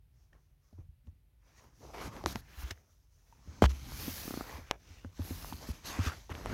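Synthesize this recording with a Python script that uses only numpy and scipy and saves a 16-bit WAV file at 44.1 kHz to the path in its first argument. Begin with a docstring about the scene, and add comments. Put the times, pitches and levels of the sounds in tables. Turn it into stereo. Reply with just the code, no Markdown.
"""Foot on the pedals of a parked car

A socked foot taps and rubs the pedals and shifts on the floor mat, while cloth and fingers slide past
the two microphones of a hand-held camera. Sliding friction gives broadband noise, and stick-slip one
creak. Impacts on pedals and camera case excite damped modes, heard as ticks and knocks; the closed
cabin booms after each knock and rumbles faintly in between."""
import sys
import numpy as np
from scipy import signal
from scipy.fft import rfft, irfft, next_fast_len
from scipy.io import wavfile
from scipy.ndimage import uniform_filter1d, map_coordinates

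SR = 44100
rng = np.random.default_rng(int(sys.argv[2]) if len(sys.argv) > 2 else 0)


def digitize_waveform(pressure):
    """Quantize a signal to 16-bit integers and store it at the path in sys.argv[1].

    Rows of a 2-D input are taken as channels; values are limited to [-1, 1].
    """
    field = np.atleast_2d(pressure).T
    bounded = np.clip(field, -1, 1)
    quanta = np.round(bounded * 32767).astype(np.int16)
    wavfile.write(sys.argv[1], SR, quanta)


N = 288369


def amp(db):
    return 10 ** (np.asarray(db) / 20)


def unit_rms(x):
    return x / np.sqrt(np.mean(x ** 2) + 1e-20)


def along(points, hz):
    """Interpolation of (frequency_hz, value) points on a logarithmic frequency axis."""
    frequencies, values = np.transpose(points)
    return np.interp(np.log(hz + 1), np.log(frequencies + 1), values)


def wobble(rate_hz):
    """Slow random modulation: a spline through Gaussian values drawn at rate_hz."""
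    knots = rng.standard_normal(int(N * rate_hz / SR) + 4)
    return map_coordinates(knots, [np.arange(N) * rate_hz / SR])


def filtered(x, response):
    """Linear filtering: the spectrum is multiplied by a frequency response."""
    size = next_fast_len(N + 8192)
    return irfft(rfft(x, size) * response(np.fft.rfftfreq(size, 1 / SR)), size)[..., :N]


def minimum_phase(spectrum, hz):
    """Causality: folding the cepstrum gives a response that never precedes the blow."""
    cepstrum = irfft(np.log(amp(along(spectrum, hz))))
    half = len(cepstrum) // 2
    cepstrum[1:half] *= 2
    cepstrum[half + 1:] = 0
    return np.exp(rfft(cepstrum))


def sides(pan_db):
    """Constant-power panning: two gains, the left pan_db above the right."""
    left_share = 1 / (1 + amp(-2 * np.asarray(pan_db)))
    return np.sqrt(2 * np.array([left_share, 1 - left_share]))


def place(out, start_s, sound, pan_db, lag_s_per_db=0.00003):
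    """Path difference: the farther microphone receives a sound weaker and later."""
    for channel, gain, weaker_db in zip(out, sides(pan_db), (-pan_db, pan_db)):
        arrival = round((start_s + lag_s_per_db * max(weaker_db, 0)) * SR)
        channel[arrival:][:len(sound)] += gain * sound


def noise(spectrum, correlation=0, grain_db=0, grain_hz=100, patchy_db=0):
    """Modulated stereo noise of rms 1: catching fibres vary its level, shifting folds its colour."""
    common, opposed = rng.standard_normal((2, N + 512))
    angle = np.arccos(correlation) / 2
    pair = np.cos(angle) * common + np.sin(angle) * np.array([opposed, -opposed])
    frames = signal.stft(pair, nperseg=512)[2]
    patches = uniform_filter1d(rng.standard_normal(frames.shape[1:]), size=5, axis=0)
    patches = unit_rms(uniform_filter1d(patches, size=16, axis=1))
    patchy = signal.istft(frames * amp(patchy_db * patches), nperseg=512)[1][:, :N]
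    grain = amp(grain_db * np.array([wobble(grain_hz), wobble(grain_hz)]))
    return unit_rms(filtered(patchy * grain, lambda hz: amp(along(spectrum, hz))))


# Sliding strokes: full_at_s, rise_s, hold_s, fall_s, scrape_db, resonance_oct (above 1 kHz),
# body_db (relative to scrape_db), cloth_db, hiss_db, scrape_pan_db, hiss_pan_db
STROKES = [(0.167, 0.066, 0.059, 0.14, -75.5, -0.16, -4, -78.5, -101, 1, 6),
           (0.33, 0.0072, 0, 0.089, -61, -0.6, -4, -80, -100, 1, 3),
           (0.397, 0.13, 0.036, 0.19, -82, -0.34, -8, -83, -98, 4, 7),
           (0.64, 0.075, 0.17, 0.055, -75.5, -0.25, -13, -78.5, -91, 4, 8),
           (0.778, 0.0027, 0.034, 0.024, -55.5, -1.9, 3, -95, -92, 4, -6),
           (1.07, 0.034, 0, 0.092, -73, 0.17, 20.5, -80, -94, -3, 10),
           (1.478, 0.08, 0.16, 0.21, -65, 0.26, -6, -72.5, -98, -1.5, -6),
           (1.579, 0.061, 0.016, 0.044, -63, 0.91, -15, -64, -81, -11, 5),
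           (1.638, 0.093, 0.006, 0.089, -58, -0.31, 1, -69, -76, -11, 3),
           (1.804, 0.12, 0.45, 0.45, -68, 0.13, 6, -64.5, -74, -2, -6),
           (1.821, 0.024, 0.127, 0.054, -48, -1.6, -6, -67, -81, -2.5, -10),
           (1.939, 0.005, 0.064, 0.086, -36.5, -0.56, -17, -56.5, -64.5, -8.5, -3),
           (2.019, 0.042, 0.055, 0.035, -44.5, 0.8, 1, -50.5, -57, -0.5, -6),
           (2.134, 0.041, 0.031, 0.12, -42.5, -0.33, 0.5, -59, -66.5, -4.5, -10.5),
           (2.268, 0.006, 0.06, 0.018, -47, 0, 4, -46, -52, -5, -18.5),
           (2.333, 0.041, 0.033, 0.073, -48.5, -0.057, -4, -62, -67, -5, -14),
           (2.354, 0.027, 0.052, 0.011, -61.5, 1.5, 1, -59.5, -61.5, 7, -3.5),
           (2.619, 0.16, 0.017, 0.012, -51.5, 0.74, -11, -54, -56.5, -5, -5.5),
           (2.635, 0.22, 0.086, 0.027, -49.5, 1.1, -8, -59, -67, -2, -8),
           (2.708, 0.0031, 0.0053, 0.0069, -36, 0.96, -12, -40.5, -58, 0, -9.5),
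           (2.75, 0.037, 0.04, 0.22, -65, 0.1, -1.5, -73, -82, 3, 1),
           (2.92, 0.14, 0.0055, 0.35, -93, 0, 6, -74.5, -83, -6, 2.5),
           (3.127, .04, 0.22, .2, -83, 0.58, -4, -75, -100, 2.5, -3),
           (3.29, 0.27, 0.052, 0.25, -71.5, 0.16, -8, -77, -80, -3, -6),
           (3.523, 0.23, 0.064, 0.14, -57.5, -0.081, 3, -62, -113, 5, -9),
           (3.622, 0.0021, 0.04, 0.002, -27, 0.68, -9, -38, -54, 14, 23),
           (3.695, 0.007, 0.022, 0.0086, -53, 0.26, 4, -49, -61, 10, -29),
           (3.758, 0.21, 0.3, 0.38, -52, 2, 7.5, -57, -63.5, 0.5, -11.5),
           (4.011, 0.27, 0.25, 0.37, -56.5, 0.13, 7, -44.5, -47, 0, -18),
           (4.513, 0.3, 0.055, 0.1, -42, -0.11, -10.5, -55.5, -60.5, -7.5, -15.5),
           (4.686, 0.088, 0, 0.047, -53, 1.1, -17, -66.5, -94, -12, 2),
           (4.706, 0.0084, 0.037, 0.028, -44, -0.54, -28.5, -73, -95, -14, 19),
           (4.888, 0.13, 0.038, 0.3, -54.5, 2.15, -4, -61.5, -89, -20, -2),
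           (5.182, 0.045, 0, 0.34, -55.5, 0.64, -11, -57, -79, -32, -20),
           (5.267, 0.13, 0.22, 0.34, -54, -0.31, 8, -51, -53, -3.5, -17),
           (5.624, 0.034, 0.026, 0.037, -43.5, -0.66, -1, -51.5, -61.5, -7.5, -5),
           (5.675, 0.028, 0.043, 0.01, -52, 0.7, -8, -49.5, -56, -7, -5),
           (5.741, 0.066, 0, 0.14, -50.5, 0.82, 0.5, -55, -63, -3.5, -1),
           (5.862, 0.026, 0.039, 0.14, -42.5, 1.3, 0.5, -42.5, -50.5, -1, 2),
           (5.941, 0.072, 0.19, 0.051, -41.5, 0.21, -10, -56, -64.5, 1.5, -15),
           (6.078, 0.13, 0, 0.036, -36, 0.9, -7, -40.5, -51.5, -1, 3),
           (6.118, .05, 0.053, 0.23, -60, 0.83, 3, -56.5, -66, -13, -3),
           (6.3, 0.0028, 0.026, 0.0052, -40.5, 0.53, -1, -58, -65, 15.5, 0),
           (6.344, 0.032, 0.3, 0.16, -45, -0.26, -0.5, -56.5, -64, -6, -5),
           (6.47, 0.048, 0.061, 0.037, -36, -0.58, 1, -54.5, -66, -5, -12)]

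def stroke_envelope(level_db, steepness, pan_db=0):
    """Incoherent addition: strokes sum in power. Each rise_s or fall_s spans 20 dB times steepness."""
    full_at_s, rise_s, hold_s, fall_s = np.transpose(STROKES)[:4, :, None]
    t = np.arange(0, N + 44, 44) / SR  # about one point a millisecond
    away = np.maximum(full_at_s - t, 0) / rise_s + np.maximum(t - full_at_s - hold_s, 0) / fall_s
    edge_db = -20 * steepness * away ** 1.126  # rounded top, steep feet
    gains = amp(level_db) * sides(pan_db + np.zeros_like(level_db))
    power = gains ** 2 @ amp(2 * edge_db)
    return np.sqrt([np.interp(np.arange(N) / SR, t, channel) for channel in power])


# Spectrum of the rumble: frequency_hz, density_db
RUMBLE_SPECTRUM = [(20, -31.5), (35, -2.5), (50, 4), (100, -7), (150, -12.5), (200, -24.5), (400, -58.5)]

def rumble(idle_db=-63.5, lag_s=0.1):
    """Forced vibration: hand and car body rumble, swelling after each scrape's low body up to a limit."""
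    scrape_db, _, body_db = np.transpose(STROKES)[4:7]
    drive_db = np.minimum(scrape_db + body_db, -50) - 2
    drive = stroke_envelope(drive_db, steepness=0.74)[0]
    delayed_power = np.pad(drive ** 2, (round(lag_s * SR / 2), 0))
    shaken_power = np.abs(uniform_filter1d(delayed_power, round(lag_s * SR)))[:N]
    envelope = np.sqrt(amp(2 * idle_db) + shaken_power) * amp(1.3 * wobble(6.0))
    return envelope * noise(RUMBLE_SPECTRUM, correlation=0.78)


# Spectrum of coarse friction: frequency_hz, density_db
SCRAPE_SPECTRUM = [(150, 3.5), (240, 2.5), (360, 2), (600, -2), (1000, -2.5), (1500, -4.5), (2500, -6),
                   (3500, -10.5), (6000, -27)]

def scrape(flank_db=-6, width_oct=0.79, slope_db_per_oct=-6):
    """Roughness excitation: friction noise takes on a broad resonance and a low body in each stroke."""
    scrape_db, resonance_oct, body_db, _, _, pan_db, _ = np.transpose(STROKES)[4:]
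    centres_oct = np.arange(-2, 2.1, 2 / 3)  # overlapping bands about 1 kHz

    def band_windows(hz):
        octave = np.clip(np.log2(hz / 1000 + 1e-9), -2, 2)
        return np.clip(1 - 1.5 * np.abs(octave - centres_oct[:, None, None]), 0, 1)

    friction = noise(SCRAPE_SPECTRUM, correlation=0.17, grain_db=2.5, grain_hz=250, patchy_db=2.5)
    bands = filtered(friction, band_windows)
    offset_oct = centres_oct[:, None] - resonance_oct
    band_db = flank_db * (1 - np.exp(-(offset_oct / width_oct) ** 2 / 2))
    band_db += slope_db_per_oct * np.maximum(offset_oct - 1, 0)
    band_db[0] = body_db  # the lowest band is the body
    return sum(stroke_envelope(scrape_db + db, steepness=0.84, pan_db=pan_db) * band
               for db, band in zip(band_db, bands))


# Spectra of cloth rubbed firmly and brushed lightly: frequency_hz, density_db
FIRM_SPECTRUM = [(1200, -3.5), (2300, -4), (3000, -5), (4200, -2), (6300, -1.5), (7500, -9.5), (9000, -17),
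                 (12000, -44)]
LIGHT_SPECTRUM = [(2000, -39), (3300, -15), (4500, -10), (5400, -4), (6000, -2), (6800, -7), (7600, -16.5),
                  (10000, -18)]

def cloth_rustle():
    """Fibre friction: harder rubbing widens the band of the rustle."""
    cloth_db, _, scrape_pan_db, hiss_pan_db = np.transpose(STROKES)[7:]
    pressure = stroke_envelope(cloth_db, steepness=1, pan_db=0.4 * scrape_pan_db + 0.51 * hiss_pan_db)
    pressure_db = 10 * np.log10(np.mean(pressure ** 2, axis=0) + 1e-14)
    firmness = np.clip((pressure_db + 76) / 20, 0, 1)
    firm = noise(FIRM_SPECTRUM, grain_db=1.8, grain_hz=600, patchy_db=1.8)
    light = noise(LIGHT_SPECTRUM, grain_db=1.5, grain_hz=600, patchy_db=1.5)
    return pressure * (np.sqrt(firmness) * firm + np.sqrt(1 - firmness) * light)


# Spectrum of fine friction: frequency_hz, density_db
HISS_SPECTRUM = [(5000, -18), (8000, -14.5), (9500, -8.5), (12000, 0), (13500, -10), (15500, -9.5),
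                 (16500, -37.5)]
# Shelf gain on the top of the hiss: time_s, gain_db
HISS_SHELF = [(1.8, 2), (2.05, -6), (2.2, -3), (2.62, 8), (3.6, -3), (4.1, 6.5), (5.6, 4), (5.87, -5),
              (6.05, 2), (6.3, -4)]

def fine_hiss(shelf_hz=12800):
    """Fine-scale friction: a high band of noise whose top brightens and dulls over time."""
    hiss_db, _, pan_db = np.transpose(STROKES)[8:]
    hiss = noise(HISS_SPECTRUM, grain_db=0.9, grain_hz=490, patchy_db=1.0)
    top = filtered(hiss, lambda hz: np.clip((hz - shelf_hz) / 1000, 0, 1))
    shelf_gain = amp(np.interp(np.arange(N) / SR, *np.transpose(HISS_SHELF)))
    hiss += (shelf_gain - 1) * top
    return stroke_envelope(hiss_db, steepness=1.42, pan_db=pan_db) * hiss


def rubbing():
    """Common amplitude modulation: uneven sliding speed shakes all three friction layers together."""
    flutter = amp(0.8 * wobble(25))
    return flutter * (cloth_rustle() + fine_hiss() + scrape())


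# Sharp impacts: start_s, ring_db, pitch_hz, t60_s, crack_db (relative to ring_db, unfiltered), pan_db
TICKS = [(0.3307, -46, 1820, 0.018, -14, 11.5), (0.729, -50.5, 626, 0.015, -17, 16),
         (1.0715, -58, 1020, 0.008, -1.5, 3), (2.166, -33, 3600, 0.0016, -8, -4.5),
         (2.2395, -14.5, 555, 0.0058, -27, -14), (2.2606, -3, 1040, 0.0035, -16.5, -6),
         (2.3578, -19, 940, 0.0057, -7, 4.5), (2.7091, -20.5, 1970, 0.0046, -11.5, 8.5),
         (2.776, -41.5, 1874, 0.0036, -19, 3.5), (3.3251, -49, 924, 0.035, -10.5, -4),
         (3.6223, 14.5, 574, 0.0031, -35.5, 16.5), (3.6295, -15.5, 736, 0.012, -27, 1),
         (3.6405, 4, 1000, 0.0039, -26, -11.5), (3.9209, -15, 1160, 0.0017, -27, -11.5),
         (4.7116, 0.5, 910, 0.0028, -18.5, -26), (5.0472, -31, 1480, 0.0058, -23, -7),
         (5.219, -35.5, 1124, 0.006, -9, -27), (5.446, -21.5, 960, 0.0054, -37, -10.5),
         (5.525, -20.5, 925, 0.0087, -24, -15), (5.532, -29.5, 3220, 0.0033, -9, -6.5),
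         (5.9921, -17.5, 1310, 0.003, -17, 14.5), (6.2945, -28.5, 900, 0.01, -18, 13),
         (6.352, -11.5, 2210, 0.0013, -29, -7.5), (6.4595, -5.5, 855, 0.0021, -26, -3.5)]
# Filter that colours the crack: frequency_hz, gain_db
CRACK_RESPONSE = [(800, 4), (2000, 25), (4000, 20.5), (6500, 12), (8500, 5), (12000, 4), (16000, -13.5)]

def ticks():
    """Damped free vibration: a struck stiff part rings briefly, with a noisy crack on the attack."""
    rings, cracks = np.zeros((2, 2, N + SR))
    t = np.arange(SR // 10) / SR
    for start_s, ring_db, pitch_hz, t60_s, crack_db, pan_db in TICKS:
        contact = 1 - np.exp(-2.5 * pitch_hz * t)  # the force builds over part of a cycle
        ring = amp(ring_db - 60 * t / t60_s) * contact * np.sin(2 * np.pi * pitch_hz * t)
        place(rings, start_s, ring, pan_db)
        crack = amp(-60 * t / (0.84 * t60_s)) * rng.standard_normal(len(t))
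        crack[0] = 3  # the first touch is the sharpest
        place(cracks, start_s, amp(ring_db + crack_db) * crack / np.linalg.norm(crack), pan_db)
    return rings[:, :N] + filtered(cracks[:, :N], lambda hz: minimum_phase(CRACK_RESPONSE, hz))


# Reverberation time of the cabin: frequency_hz, t60_s
CABIN_DECAY = [(100, 0.47), (1000, 0.026), (8000, 0.0089)]

def cabin_echo(source, delay_samples=130):
    """Reverberation: the padded footwell absorbs high frequencies fastest."""
    hz, t, frames = signal.stft(rng.standard_normal((2, SR // 4)), SR, nperseg=256)
    decay = amp(-60 * t / along(CABIN_DECAY, hz)[:, None])
    tail = signal.istft(frames * decay, SR, nperseg=256)[1]
    delayed = np.pad(source, (delay_samples, 0))[None]
    return signal.fftconvolve(delayed, tail / np.linalg.norm(tail[0]), axes=1)[:, :N]


# Dull impacts: start_s, knock_db, knock_hz, boom_db, boom_hz, boom_t60_s, pan_db
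KNOCKS = [(0.728, -48.5, 218, -43, 84.2, 0.5, 3.5), (0.786, -46.5, 310, -19.5, 93, 0.051, -4),
          (0.887, -80, 250, -26.5, 72, 0.052, 2), (1.075, -46.5, 174, -26, 81, 0.084, 6),
          (2.076, -35.5, 180, -34, 110, 0.12, 1), (2.239, -28.5, 370, -24.5, 87, 0.16, -51),
          (2.263, -25, 327, -25, 70.5, 0.11, -6), (2.355, -28, 218, -10.5, 105, 0.036, -7),
          (2.573, -74, 230, -24, 61, 0.11, -21), (2.631, -46, 175, -17.5, 61, 0.11, -19),
          (2.707, -41, 250, -23.5, 85, 0.077, 4), (3.475, -41, 170, -27, 75, 0.12, 7),
          (3.622, -6.5, 196, -3.5, 98, 0.098, 36), (3.643, -42, 186, 4, 72, 0.057, 31),
          (3.644, -16.5, 186, -14.5, 67.4, 0.31, 27), (4.08, -24, 254, -29, 87, 0.17, -7),
          (4.536, -47, 292, -26, 74, 0.12, -1), (4.585, -38, 253, -33.5, 80, 0.15, -14),
          (4.901, -56.5, 254, -32, 80.3, 0.09, 7), (5.047, -33.5, 252, -27.5, 90, 0.13, -5),
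          (5.194, -26.5, 260, -16, 87.3, 0.11, -8), (5.308, -26.5, 256, -23, 87, 0.13, -7),
          (5.524, -31.5, 260, -34.5, 85, 0.22, -12), (5.689, -30, 225, -40, 65.8, 0.067, -5),
          (5.697, -43, 218, -6, 65.5, 0.048, -14), (5.989, -23.5, 248, -7, 91, 0.081, -6.5),
          (6.063, -29.5, 260, -9.5, 78, 0.077, -5), (6.297, -34.5, 377, -33, 81, 0.34, -22),
          (6.519, -25.5, 224, -46, 109, 0.18, -14)]

def knocks(knock_t60_s=0.041, puff_t60_s=0.07):
    """Cavity resonance: after a hollow knock and its puff of noise, floor and cabin air boom."""
    out = np.zeros((2, N + SR))
    t = np.arange(SR // 2) / SR
    dull_band = signal.butter(2, [140, 750], "bandpass", fs=SR, output="sos")
    soft_contact = 1 - np.exp(-t / 0.00041)
    swell = (1 - np.exp(-t / 0.011)) ** 2
    for start_s, knock_db, knock_hz, boom_db, boom_hz, boom_t60_s, pan_db in KNOCKS:
        modes = np.sin(2 * np.pi * knock_hz * t) + 0.077 * np.sin(2 * np.pi * 1.7 * knock_hz * t)
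        puff = unit_rms(signal.sosfilt(dull_band, rng.standard_normal(len(t))))
        knock = amp(-60 * t / knock_t60_s) * modes + amp(-19 - 60 * t / puff_t60_s) * puff
        boom = swell * amp(-60 * t / boom_t60_s) * np.sin(2 * np.pi * boom_hz * t + 3)
        place(out, start_s, -amp(knock_db) * soft_contact * knock, pan_db)
        place(out, start_s, amp(boom_db) * boom, 0.41 * pan_db)  # nearer the centre
    return out[:, :N]


# Slips of a joint: start_s, level_db, bright_db (extra gain of the upper modes)
SLIPS = [(4.254, -32.5, -19.5), (4.279, -24.5, -3), (4.308, -24.5, 0.5), (4.3402, -25, 2.5),
         (4.374, -22.5, -4.5), (4.4095, -26, 7.5)]
# Modes of the joint, lowest first: pitch_hz, level_db, t60_s
JOINT_MODES = [(252, 7, 0.014), (790, -13, 0.013), (1250, -7.5, 0.0093)]

def creak():
    """Stick-slip friction: each slip of a loaded joint is a bright flick and a dull swing back."""
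    out = np.zeros((2, N + SR))
    t = np.arange(SR // 10) / SR
    low, *bright = [amp(level_db - 60 * t / t60_s) * np.sin(2 * np.pi * pitch_hz * t)
                    for pitch_hz, level_db, t60_s in JOINT_MODES]
    swing = low * (1 - np.exp(-t / 0.0019))
    for start_s, level_db, bright_db in SLIPS:
        place(out, start_s, amp(level_db) * (amp(bright_db) * sum(bright) - swing), pan_db=-7)
    return out[:, :N]


def scene():
    """Superposition: impacts, the echo of the ticks, friction and rumble add linearly."""
    ticking = ticks()
    echo = amp(-25) * cabin_echo(ticking.mean(axis=0))
    return ticking + echo + knocks() + creak() + rubbing() + rumble()


# Spectrum of the microphones' own noise: frequency_hz, density_db
SELF_NOISE_SPECTRUM = [(150, -42.5), (250, 2), (1260, -12.5), (1500, -10.5), (2050, -10), (3280, -12),
                       (7440, -21.5), (11900, -13.5), (16000, -18)]

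def record(dry, bass_cut_hz=36, top_hz=16150):
    """Transduction: the microphones add self-noise, cut the bass, saturate softly and limit the band."""
    noisy = dry + amp(-79.0) * noise(SELF_NOISE_SPECTRUM)
    high_passed = filtered(noisy, lambda hz: (1 + (bass_cut_hz / (hz + 1)) ** 8) ** -0.5)
    saturated = high_passed / (1 + np.abs(high_passed / 0.98) ** 8) ** (1 / 8)
    return filtered(saturated, lambda hz: hz < top_hz)


dry = scene()
out = record(dry)
digitize_waveform(out)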